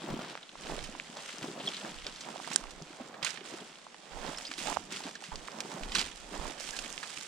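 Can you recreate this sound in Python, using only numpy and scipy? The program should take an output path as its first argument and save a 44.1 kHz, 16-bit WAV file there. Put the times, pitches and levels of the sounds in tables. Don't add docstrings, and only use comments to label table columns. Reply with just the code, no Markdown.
import sys
import numpy as np
from scipy import signal
from scipy.fft import rfft, irfft, next_fast_len
from scipy.io import wavfile
from scipy.ndimage import uniform_filter1d

SR = 44100
rng = np.random.default_rng(int(sys.argv[2]) if len(sys.argv) > 2 else 0)


def nominal_scale(level):
    x = np.asarray(level, float) / 20
    return 10 ** x


def wav_out(sig):
    wavfile.write(sys.argv[1], SR, np.round(np.clip(np.atleast_2d(sig).T, -1, 1) * 32767).astype(np.int16))


N = 320607


def unit(x):
    return x / np.sqrt(np.mean(x ** 2) + 1e-20)


def along(points, hz):
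    point_hz, value = np.transpose(points)
    return np.interp(np.log(hz + 1), np.log(point_hz + 1), value)


def sides(pan_db):
    left, right = nominal_scale(pan_db / 2), nominal_scale(-pan_db / 2)
    return 2 * np.array([left, right]) / (left + right)


def coloured(x, spectrum):
    m = next_fast_len(N + 8192)
    gain = nominal_scale(along(spectrum, np.fft.rfftfreq(m, 1 / SR)))
    return unit(irfft(rfft(x, m) * gain, m)[..., :N])


def pair(alike):
    a, b = rng.standard_normal((2, N))
    turn = np.arccos(np.clip(alike, -1, 1)) / 2
    return np.cos(turn) * a + np.sin(turn) * np.array([b, -b])


def bursts(rate, spread_db, t60, bed):
    moment, chance = rng.random((2, N))
    size_db = spread_db * np.minimum(-np.log(chance + 1e-9), 3.2)
    size = (moment < rate / SR) * nominal_scale(size_db)
    power = signal.lfilter([1], [1, -nominal_scale(-120 / (t60 * SR))], size ** 2)
    return np.sqrt(power / np.mean(power) + bed ** 2)


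def swells(s, peak_db, rise, fall, rest_db, roundness):
    t = np.arange(0, N + 64, 64) / SR
    late = t - s[:, None]
    slope_s = np.where(late < 0, rise[:, None], fall[:, None])
    away = np.abs(late) / np.clip(slope_s, .01, 2)
    power = nominal_scale(2 * (peak_db[:, None] - 10 * away ** roundness)).sum(0) + nominal_scale(2 * rest_db)
    return np.interp(np.arange(N) / SR, t, 10 * np.log10(power))


def place(rows, starts):
    index = np.round(starts * SR).astype(int)[:, None] + np.arange(rows.shape[-1])
    return np.array([np.bincount(index.ravel(), r.ravel(), N + SR)[:N] for r in rows])


# (time [s], boot left-right [dB], rub left-right [dB])
BEARINGS = [(0.0, 2, 1), (0.83, -6.5, -6), (1.4, 0, 1.5), (2.21, -2, -9), (2.57, -10, -6.5),
            (2.93, -3.5, -3), (3.3, -11.5, -5.5), (3.66, -3.5, 2), (4.25, -10.5, -12), (4.46, -2, -3),
            (4.76, -14, -11.5), (4.92, -2.5, -7.5), (6.52, -8.5, -11), (7.27, -7.5, -3)]


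def bearing():
    s, boot_db, rub_db = np.transpose(BEARINGS)
    t = np.arange(N) / SR
    return np.interp(t, s, boot_db), np.interp(t, s, rub_db)


# (frequency [Hz], level [dB])
PORT_RESPONSE = [(100, -35), (160, 10), (7800, -6.5), (9000, -6.5), (11000, -18.5), (15000, -26),
                 (16500, -60)]
# (frequency [Hz], lead of the left side [rad])
PORT_PHASE = [(4500, 1), (6800, -1), (9200, -2), (11500, -8.5), (15200, -7.5)]


def breaks(rows, size):
    s, peak_db, ring_hz, t60, share = np.transpose(rows)[:, :, None]
    t = np.arange(size) / SR
    noise = rng.standard_normal((len(rows), 2, size))
    stereo = np.array([noise[:, 0] + 0.22 * noise[:, 1], noise[:, 0] - 0.3 * noise[:, 1]])

    life = np.clip(t60, .002, .12)
    onset = 1 - np.exp(-t / (0.011 * life))
    decay = nominal_scale(-60 * t / life) + nominal_scale(-7.5 - 60 * t / (4 * life))
    splinter = decay * onset * (t < t[-1] / 2)
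    kick = 9 * np.exp(-life / 0.015) * (np.arange(size) == 8)

    f = np.fft.rfftfreq(size, 1 / SR)
    width = np.clip(share, .04, 3) * ring_hz
    ring = 1j * f * width / (ring_hz ** 2 - f ** 2 + 1j * f * width)
    bare = 1j * f / (1200 + 1j * f) / (1 + 1j * f / (3.9 * ring_hz)) ** 2
    stick = ring ** 2 + nominal_scale(-20) * np.clip(share, 0, 1) * bare
    lead = along(PORT_PHASE, f) * np.array([[[1]], [[-1]]])
    ports = nominal_scale(along(PORT_RESPONSE, f)) * np.exp(.5j * lead)
    crack = irfft(rfft(stereo * splinter + kick) * stick * ports, size)
    crack = crack / np.abs(crack).max(2, keepdims=True).mean(0)

    at = np.minimum(s * SR, N - 1).astype(int)
    boot_db, rub_db = bearing()
    pan_db = np.where(ring_hz < 1800, rub_db[at], boot_db[at])
    return place(np.roll(crack, 64, axis=2) * nominal_scale(peak_db) * sides(pan_db), s[:, 0] - 64 / SR)


def with_width(kinds):
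    return [(*row, width) for rows, width in kinds for row in rows]


# (time of most pressure [s], crunch [dB], 10 dB rise [s], 10 dB fall [s], brightness [dB])
SOLE_LOADS = [(.05, -50, 0.2, 0.26, -5.5), (0.209, -49, 0.05, .15, -10), (.32, -51, .15, .04, -8),
              (.69, -48.5, 0.13, 0.4, -3.5), (1.29, -47.5, 0.21, 0.18, -3), (1.44, -49.5, 0.06, 0.2, -2),
              (1.68, -46, 0.1, 0.47, -4), (2.24, -51, .4, 0.13, -5.5), (2.54, -47, 0.2, 0.09, -2.5),
              (2.7, -59, -0.7, 0, 4), (3.09, -57, 0.95, 0, -4.5), (3.26, -40, 0.01, 0.085, -5),
              (3.45, -49, -0.05, 0.31, -3.5), (4.28, -47, 0.16, 0.25, -3.5), (4.38, -52, -0.09, 0.27, 1),
              (4.48, -53, -0.18, 0, 1.5), (4.667, -43, 0.0845, 0.11, -0.5), (4.6, -48, .03, .1, 2),
              (4.745, -48, .1, .02, -1), (4.916, -44.5, -0.06, 0.17, -2), (5.09, -48.5, 0.16, -0.18, -4),
              (5.215, -54.5, -0.17, 1.8, -1.5), (5.72, -54.5, 0.2, 0.85, -1), (5.98, -38, 0.06, 0.08, -4.5),
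              (6.35, -51.5, .06, .25, -1.5), (6.47, -50, .12, .1, -3), (6.605, -48, 0, 0.7, 1.5),
              (7.16, -49, 0.17, 2, -2)]


def pressure():
    s, peak_db, rise, fall, bright_db = np.transpose(SOLE_LOADS)
    rest_db, rest_bright_db, roundness = -63.5, -10, 1.08
    crunch_db = swells(s, peak_db, rise, fall, rest_db, roundness)
    fizz_db = swells(s, peak_db + bright_db, rise, fall, rest_db + rest_bright_db, roundness)
    return crunch_db, fizz_db - crunch_db


# (frequency [Hz], level [dB])
CRUNCH_COLOUR = [(600, -13), (1300, 0), (2200, 0), (3200, 2.5), (4200, -2.5), (5500, -8), (8000, -95)]
FIZZ_COLOUR = [(2800, -35), (4700, -2), (6000, -1.5), (7800, -2), (9000, -6.5), (10500, -16), (12500, -74)]
SIZZLE_COLOUR = [(8500, -7), (10500, 1), (13000, -1), (15600, -15)]


def litter():
    crunch_db, bright_db = pressure()
    pan_db = bearing()[0]
    shared = bursts(260, spread_db=2.6, t60=.012, bed=1.15)
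    coarse = bursts(200, spread_db=3, t60=.02, bed=1.3)
    fine = bursts(300, spread_db=3, t60=.01, bed=1.3)
    crunch = coloured(shared * coarse * pair(0.63), CRUNCH_COLOUR)
    fizz = coloured(shared * fine * pair(0.041), FIZZ_COLOUR)
    sizzle = sides(0.094 * pan_db) * coloured(shared ** 0.67 * fine * pair(-0.2), SIZZLE_COLOUR)
    fizz_db = crunch_db + bright_db
    sizzle_db = fizz_db - 18.5 + 0.35 * (fizz_db + 54.5)
    body = nominal_scale(crunch_db) * crunch + nominal_scale(fizz_db) * fizz
    return sides(pan_db) * body + nominal_scale(sizzle_db) * sizzle


# (frequency [Hz], level [dB])
FLOOR_COLOUR = [(70, -36), (170, 10), (1800, 0.5), (3200, 1), (8000, -3.5), (10500, -17), (13000, -53)]


def floor():
    return nominal_scale(-51.5 - 7.5) * coloured(pair(0.11), FLOOR_COLOUR)


def crackle(count):
    moment, pitch, chance, life, share = rng.random((count, 5)).T
    s = .01 + moment * (N / SR - .02)
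    crunch_db = pressure()[0][(s * SR).astype(int)]
    peak_db = crunch_db + 6.5 + 2.5 * np.minimum(-np.log(chance + 1e-9), 2.1)
    ring_hz = 2000 * 4 ** pitch
    t60 = 0.0025 + 0.0067 * life ** 2
    return breaks(np.transpose([s, peak_db, ring_hz, t60, .7 + 1.5 * share]), size=512)


# (time [s], peak [dB], ring [Hz], t60 [s])
THIN_TWIGS = [(.0352, -37, 4040, 0.0074), (.429, -36, 3320, .014), (.4923, -34, 3450, 0.0036),
              (.698, -29.5, 690, 0.0068), (.9494, -35, 925, 0.0083), (1.4447, -29.5, 750, 0.013),
              (1.598, -35.5, 3230, 0.14), (1.7355, -28, 3980, .005), (1.7445, -29, 3780, .013),
              (1.7666, -31.5, 3870, 0.024), (1.8484, -31, 1240, 0.0093), (2.0442, -38, 2950, .021),
              (2.1608, -32, 4480, 0.0025), (2.2861, -34, 940, 0.016), (2.398, -31.5, 950, 0.013),
              (2.67, -37.5, 2610, 0.0051), (2.999, -35, 694, .015), (3.272, -33, 1520, 0.026),
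              (3.408, -34.5, 2690, 0.012), (4.4508, -28, 4020, 0.029), (4.6779, -27.5, 820, 0.14),
              (5.0366, -33, 4350, 0.025), (5.317, -34, 1040, 0.051), (5.9598, -20, 3770, 0.021),
              (6.026, -24, 3000, 0.0041), (6.6885, -33, 3250, 0.016), (6.8606, -31.5, 2880, 0.012),
              (6.9272, -25, 6800, 0.0042), (6.9785, -22, 3150, 0.0025)]
# (time [s], peak [dB], centre [Hz], t60 [s])
SHATTERED_WOOD = [(.3532, -25.5, 910, 0.0037), (.3753, -29, 1510, 0.0061), (.668, -34, 1330, 0.0098),
                  (.8393, -31.5, 4070, 0.038), (1.279, -37, 5000, .012), (1.4297, -30, 1950, .015),
                  (2.5154, -29, 3400, 0.022), (2.7071, -36, 5100, 0.032), (3.1405, -35.5, 1140, 0.029),
                  (3.2275, -22.5, 2730, 0.035), (3.2473, -18.5, 3500, 0.02), (3.9444, -34.5, 1540, 0.0064),
                  (4.3842, -25.5, 4800, 0.0095), (4.514, -24.5, 2790, 0.017), (4.5775, -31, 5600, 0.14),
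                  (4.6715, -24, 1800, 0.016), (4.7276, -24, 1190, 0.0046), (5.238, -31, 3520, 0.052),
                  (5.477, -29.5, 2920, 0.0054), (5.6043, -21.5, 4130, 0.014), (5.834, -28, 2900, 0.019),
                  (5.9495, -18, 3730, 0.03), (5.9833, -20, 3380, 0.028), (6.005, -26, 3000, .028),
                  (6.0137, -18.5, 3640, 0.015), (6.5984, -29.5, 6030, 0.025), (6.7646, -28.5, 4900, 0.039),
                  (6.7894, -24.5, 3820, 0.014), (7.03, -29.5, 2160, 0.039), (7.211, -25.5, 4420, .003)]
# (time [s], peak [dB], ring [Hz], t60 [s])
THICK_TWIGS = [(.5546, -35.5, 930, 0.0052), (.791, -26, 2520, 0.0043), (.9992, -36, 1500, .004),
               (1.1693, -31, 4720, 0.013), (1.2895, -34.5, 1890, 0.035), (1.384, -28.5, 5000, .003),
               (2.0665, -22.5, 3720, 0.012), (2.207, -31.5, 5470, 0.04), (2.4446, -32.5, 1930, 0.011),
               (2.4743, -30, 880, 0.022), (2.5322, -24.5, 6700, 0.017), (2.56, -19, 8800, 0.002),
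               (2.5615, -33, 1800, 0.008), (2.64, -31, 1010, 0.0057), (2.8223, -30.5, 5100, 0.0054),
               (3.2648, -22, 2700, 0.017), (3.3052, -24, 5600, 0.012), (3.3735, -29.5, 2050, .015),
               (3.867, -35, 880, 0.0068), (4.5382, -27, 3960, 0.0088), (4.7632, -31, 990, 0.004),
               (4.77, -17, 930, 0.0018), (4.9242, -31, 5350, 0.017), (5.153, -33.5, 4400, 0.022),
               (5.3574, -27, 4500, 0.0077), (5.4829, -31.5, 1150, 0.0051), (5.5186, -32, 4800, 0.0076),
               (5.9195, -25, 3500, 0.024), (5.9923, -17.5, 4400, 0.02), (6.7078, -24.5, 5700, 0.0059)]
# (time [s], peak [dB], ring [Hz], t60 [s])
RINGING_STICKS = [
    (1.661, -35, 4200, 0.022),
    (1.672, -26.5, 3360, .02),
    (1.673, -35, 5300, 0.016),
    (1.6778, -24.5, 3330, 0.0073),
    (4.3732, -31.5, 5300, 0.0079),
    (4.467, -35, 4900, 0.028),
    (5.1527, -36.5, 1620, 0.012),
    (6.727, -38, 1650, 0.043),
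]
CLICK_WIDTH, SHARD_WIDTH = 0.56, 2.2


def snaps():
    kinds = [(RINGING_STICKS, 0.11), (THIN_TWIGS, CLICK_WIDTH), (THICK_TWIGS, 0.93), (SHATTERED_WOOD, SHARD_WIDTH)]
    return breaks(with_width(kinds), size=4096)


# (time [s], peak [dB], ring [Hz])
HOUSING_KNOCKS = [(0.085, -36.5, 365), (0.124, -36, 161), (0.889, -44, 224), (2.816, -45.5, 164),
                  (2.904, -46, 322), (3.006, -40, 250), (3.539, -39, 340), (5.054, -39.5, 270),
                  (.649, -51, 226), (.82, -51, 132), (1.421, -46, 148), (1.497, -41, 332),
                  (1.842, -51, 226), (2.286, -48, 260), (3.224, -50, 154), (3.376, -55, 228),
                  (3.412, -44, 380), (3.62, -44.5, 383), (4.51, -49, 280), (4.583, -43, 330),
                  (4.611, -45, 229), (4.76, -55, 80), (4.891, -50, 189), (4.951, -48.5, 202),
                  (5.286, -48, 180), (5.543, -47, 235), (5.744, -45, 189), (5.97, -47, 202),
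                  (6.03, -55.5, 80), (6.849, -54, 213)]


def knocks():
    s, peak_db, ring_hz = np.transpose(HOUSING_KNOCKS)[:, :, None]
    cycles = ring_hz * np.arange(4096) / SR
    ring = np.sin(2 * np.pi * cycles) * cycles * np.exp(1 - cycles) / 0.59
    left_right = nominal_scale([[[-.7]], [[.7]]])
    return place(nominal_scale(peak_db - 1.0) * ring * left_right, s[:, 0])


# (time [s], peak [dB], ring [Hz], t60 [s])
SMALL_STICKS = [(.087, -30, 610, .01), (.779, -33, 622, .01), (.888, -38, 568, .008),
                (1.562, -42, 732, .008), (1.575, -35, 600, 0.011), (1.603, -34, 730, 0.013),
                (1.675, -35, 655, 0.0087), (2.063, -36, 546, .008), (2.272, -36, 700, .006),
                (2.359, -33, 810, .008), (2.513, -33, 880, .008), (2.606, -39.5, 896, .008),
                (2.802, -41, 625, .008), (4.17, -37, 781, 0.013), (4.249, -32, 869, .012),
                (4.655, -33, 678, .012), (5.005, -35, 890, 0.0095), (5.065, -35, 1010, .008),
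                (5.075, -34.5, 700, .008), (5.224, -39, 810, 0.0093), (5.602, -33.5, 1150, 0.0072),
                (5.878, -38, 829, .008), (6.36, -34, 895, 0.011), (6.456, -37, 1000, 0.013),
                (6.688, -47, 1120, 0.005), (1.688, -27, 3300, .012), (1.688, -31, 5300, .008),
                (5.165, -43.5, 3250, .04), (3.2473, -26, 6700, 0.0054), (3.2648, -29, 7900, 0.0061),
                (2.5415, -26, 7200, .006), (.9988, -22, 2500, .002), (.899, -35, 7800, .003),
                (4.6718, -26, 6500, .004), (4.9232, -30, 8800, .004), (5.3567, -31, 3400, .004),
                (5.953, -25, 1400, .015), (3.268, -27, 3000, .02), (6.79, -27, 2600, .004),
                (7.0295, -29, 1700, .004), (4.265, -33, 5000, .006), (3.577, -37, 7800, .004),
                (3.086, -39, 7800, .004), (3.756, -39, 3200, .004), (2.962, -39, 6500, .004),
                (4.72, -31, 1000, .02), (4.70, -30, 850, .02), (.175, -38, 6500, .004)]
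# (time [s], peak [dB], centre [Hz], t60 [s])
MORE_SHATTERED_WOOD = [(.8275, -31, 3060, .005), (1.2032, -39, 3650, .005), (1.4277, -27, 5000, .004),
                       (1.716, -35, 4200, .005), (2.2872, -33, 2500, 0.0057), (2.3795, -31, 3500, .004),
                       (2.4165, -39, 5000, .004), (2.4758, -26, 5460, 0.0072), (2.5027, -33, 4020, .01),
                       (2.6389, -33, 5000, 0.0049), (3.221, -35, 1500, 0.013), (3.284, -32, 3500, 0.0091),
                       (3.292, -29.5, 2500, 0.0067), (4.5905, -27, 2730, 0.0082), (4.7691, -32, 5000, .003),
                       (4.852, -41, 6000, 0.011), (4.9057, -35, 2800, 0.0065), (4.9696, -29, 4020, 0.013),
                       (5.11, -35, 4000, .01), (5.205, -40, 3500, .02), (5.4779, -33, 5260, 0.0045),
                       (5.716, -34, 3500, 0.023), (5.785, -37, 5500, .006), (5.9529, -12, 4160, 0.01),
                       (5.968, -18, 3200, .008), (6.0526, -29, 3400, .006), (6.065, -31, 5200, 0.0056),
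                       (6.159, -34, 8000, .006), (6.2025, -39, 7000, .004), (6.376, -36, 3500, .005),
                       (6.445, -37, 5500, 0.0045), (6.5809, -32.5, 3230, 0.0064), (6.607, -25, 4000, 0.0058),
                       (6.64, -33, 5000, 0.015), (6.689, -30, 6500, .004), (6.8463, -31.5, 2200, .008),
                       (6.9027, -28, 6740, .006)]
# (time [s], peak [dB], ring [Hz], t60 [s])
THICK_BRANCH = [
    (2.56, -5.5, 7720, 0.0024),
    (2.56, -12, 5600, 0.0025),
    (2.56, -20.5, 4000, 0.0023),
    (2.56, -25.5, 3300, 0.0018),
    (2.5602, -30, 1610, 0.0037),
    (2.566, -31, 7000, .004),
]


def chips():
    kinds = [(THICK_BRANCH, .22), (SMALL_STICKS, CLICK_WIDTH), (MORE_SHATTERED_WOOD, SHARD_WIDTH)]
    return breaks(with_width(kinds), size=2048)


# (time [s], bump [dB], rub [dB], 10 dB fall [s])
CLOTH_SWINGS = [(.1, -40.5, -41.5, 0.1052), (.22, -49.5, -45.5, 0.11), (.31, -53, -50, .06),
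                (0.722, -44.5, -43.5, 0.12), (.95, -52.5, -55.5, 0.2), (1.17, -56, -48.5, 0.1),
                (1.45, -42.5, -45, 0.08), (1.58, -51, -48, 0.08), (1.68, -44.5, -51.5, .08),
                (1.864, -47, -44.5, 0.0952), (2.078, -53, -48, 0.04), (2.29, -49, -47, .09),
                (2.43, -53, -60, 0.06), (2.56, -53, -51, 0.27), (2.819, -46, -57, -0.08),
                (2.91, -69, -66, 1), (3.04, -58, -53, 0.2), (3.19, -57, -52.5, 0.28),
                (3.538, -51, -48.5, 0.14), (4.19, -52, -47, .15), (4.37, -56, -51, .12),
                (4.275, -47, -42.5, 0.08), (4.5, -46, -62, -0.07), (4.68, -44, -43, 0.09),
                (5.069, -47, -46, 0.04), (5.344, -43.5, -44, -0.09), (5.58, -52, -47.5, 0.15),
                (5.76, -47, -46.5, 0.26), (5.98, -41.5, -47, 0.06), (6.35, -47.5, -46.5, 0.09),
                (6.459, -50.5, -44.5, 0.1), (6.41, -51, -47, 0.14), (5.39, -55.5, -53, 0.08),
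                (6.76, -56.5, -52, 0.5), (4.93, -51, -56.5, 0.22)]
# (frequency [Hz], level [dB])
BUMP_COLOUR = [(50, -57), (90, -39), (120, -13.5), (160, -0.5), (250, -0.5), (420, -2.5), (650, -49)]
RUB_COLOUR = [(280, -42), (470, 6), (750, 5.5), (1100, 1.5), (1900, -5.5), (4300, -35.5)]


def cloth():
    s, bump_db, rub_db, fall = np.transpose(CLOTH_SWINGS)
    rise, roundness = 0.75 * fall, 1.12
    bump_db = swells(s, bump_db, rise, fall, -68.5, roundness)
    rub_db = swells(s, rub_db, rise, fall, -63, roundness)
    shared = bursts(150, spread_db=1.8, t60=.035, bed=1.4)
    thuds = bursts(90, spread_db=3.5, t60=0.024, bed=0.89)
    grit = bursts(250, spread_db=2.6, t60=.02, bed=1.1)
    bump = coloured(shared * thuds * pair(0.98), BUMP_COLOUR)
    rub = coloured(shared * grit * pair(0.67), RUB_COLOUR)
    return nominal_scale(bump_db) * bump + nominal_scale(rub_db) * sides(bearing()[1]) * rub


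# (time [s], level [dB], 10 dB rise [s], 10 dB fall [s], left-right [dB])
AIR_PUFFS = [(.11, -45.5, -0.1, 0.06, 0), (.77, -46, 0.13, 0.16, -13), (1.43, -63, -0.5, -0.4, -3.5),
             (1.99, -53, 0.07, 0.15, -14), (2.62, -51, 0, 0.18, -13.5), (4.14, -47.5, 0.025, 0.2, -12),
             (4.72, -52, 0.12, -0.3, -14.5), (4.84, -59, 0, .03, -12), (5.33, -45, -0.18, 0.08, -17),
             (5.82, -42.5, 0, 0.2, -1), (6.27, -54.5, 0.17, -0.3, -1), (6.4, -36.5, -0.01, 0, -17),
             (6.5, -46, 0.17, -0.28, -11), (6.84, -54, 0.23, -0.1, -8), (6.98, -61, 0.3, -0.16, -13)]
# (frequency [Hz], level [dB])
PUFF_COLOUR = [(12, -6), (28, 10.5), (45, -2.5), (70, -9), (100, -24), (140, -69)]


def air():
    s, peak_db, rise, fall, pan_db = np.transpose(AIR_PUFFS)
    calm_db, roundness = -83, 1.7
    level_db = [swells(s, peak_db + 20 * np.log10(gain), rise, fall, calm_db, roundness)
                for gain in sides(pan_db)]
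    swing = coloured(pair(0.48), PUFF_COLOUR)
    local_power = uniform_filter1d(swing ** 2, size=SR // 12)
    even = swing / np.sqrt(np.abs(local_power) + 0.12)
    return nominal_scale(level_db) * unit(even)


def scene():
    wood = litter() + crackle(count=1500) + snaps() + chips()
    return wood + floor() + knocks() + cloth() + air()


def top_cut(x):
    return signal.sosfilt(signal.butter(12, 16550, fs=SR, output="sos"), x)


def record(dry):
    top_hz = 15830
    m = next_fast_len(N + 8192)
    passed = np.fft.rfftfreq(m, 1 / SR) < top_hz
    kept = irfft(rfft(dry, m) * passed, m)[:, :N]
    return top_cut(kept)


dry = scene()
out = record(dry)
wav_out(out)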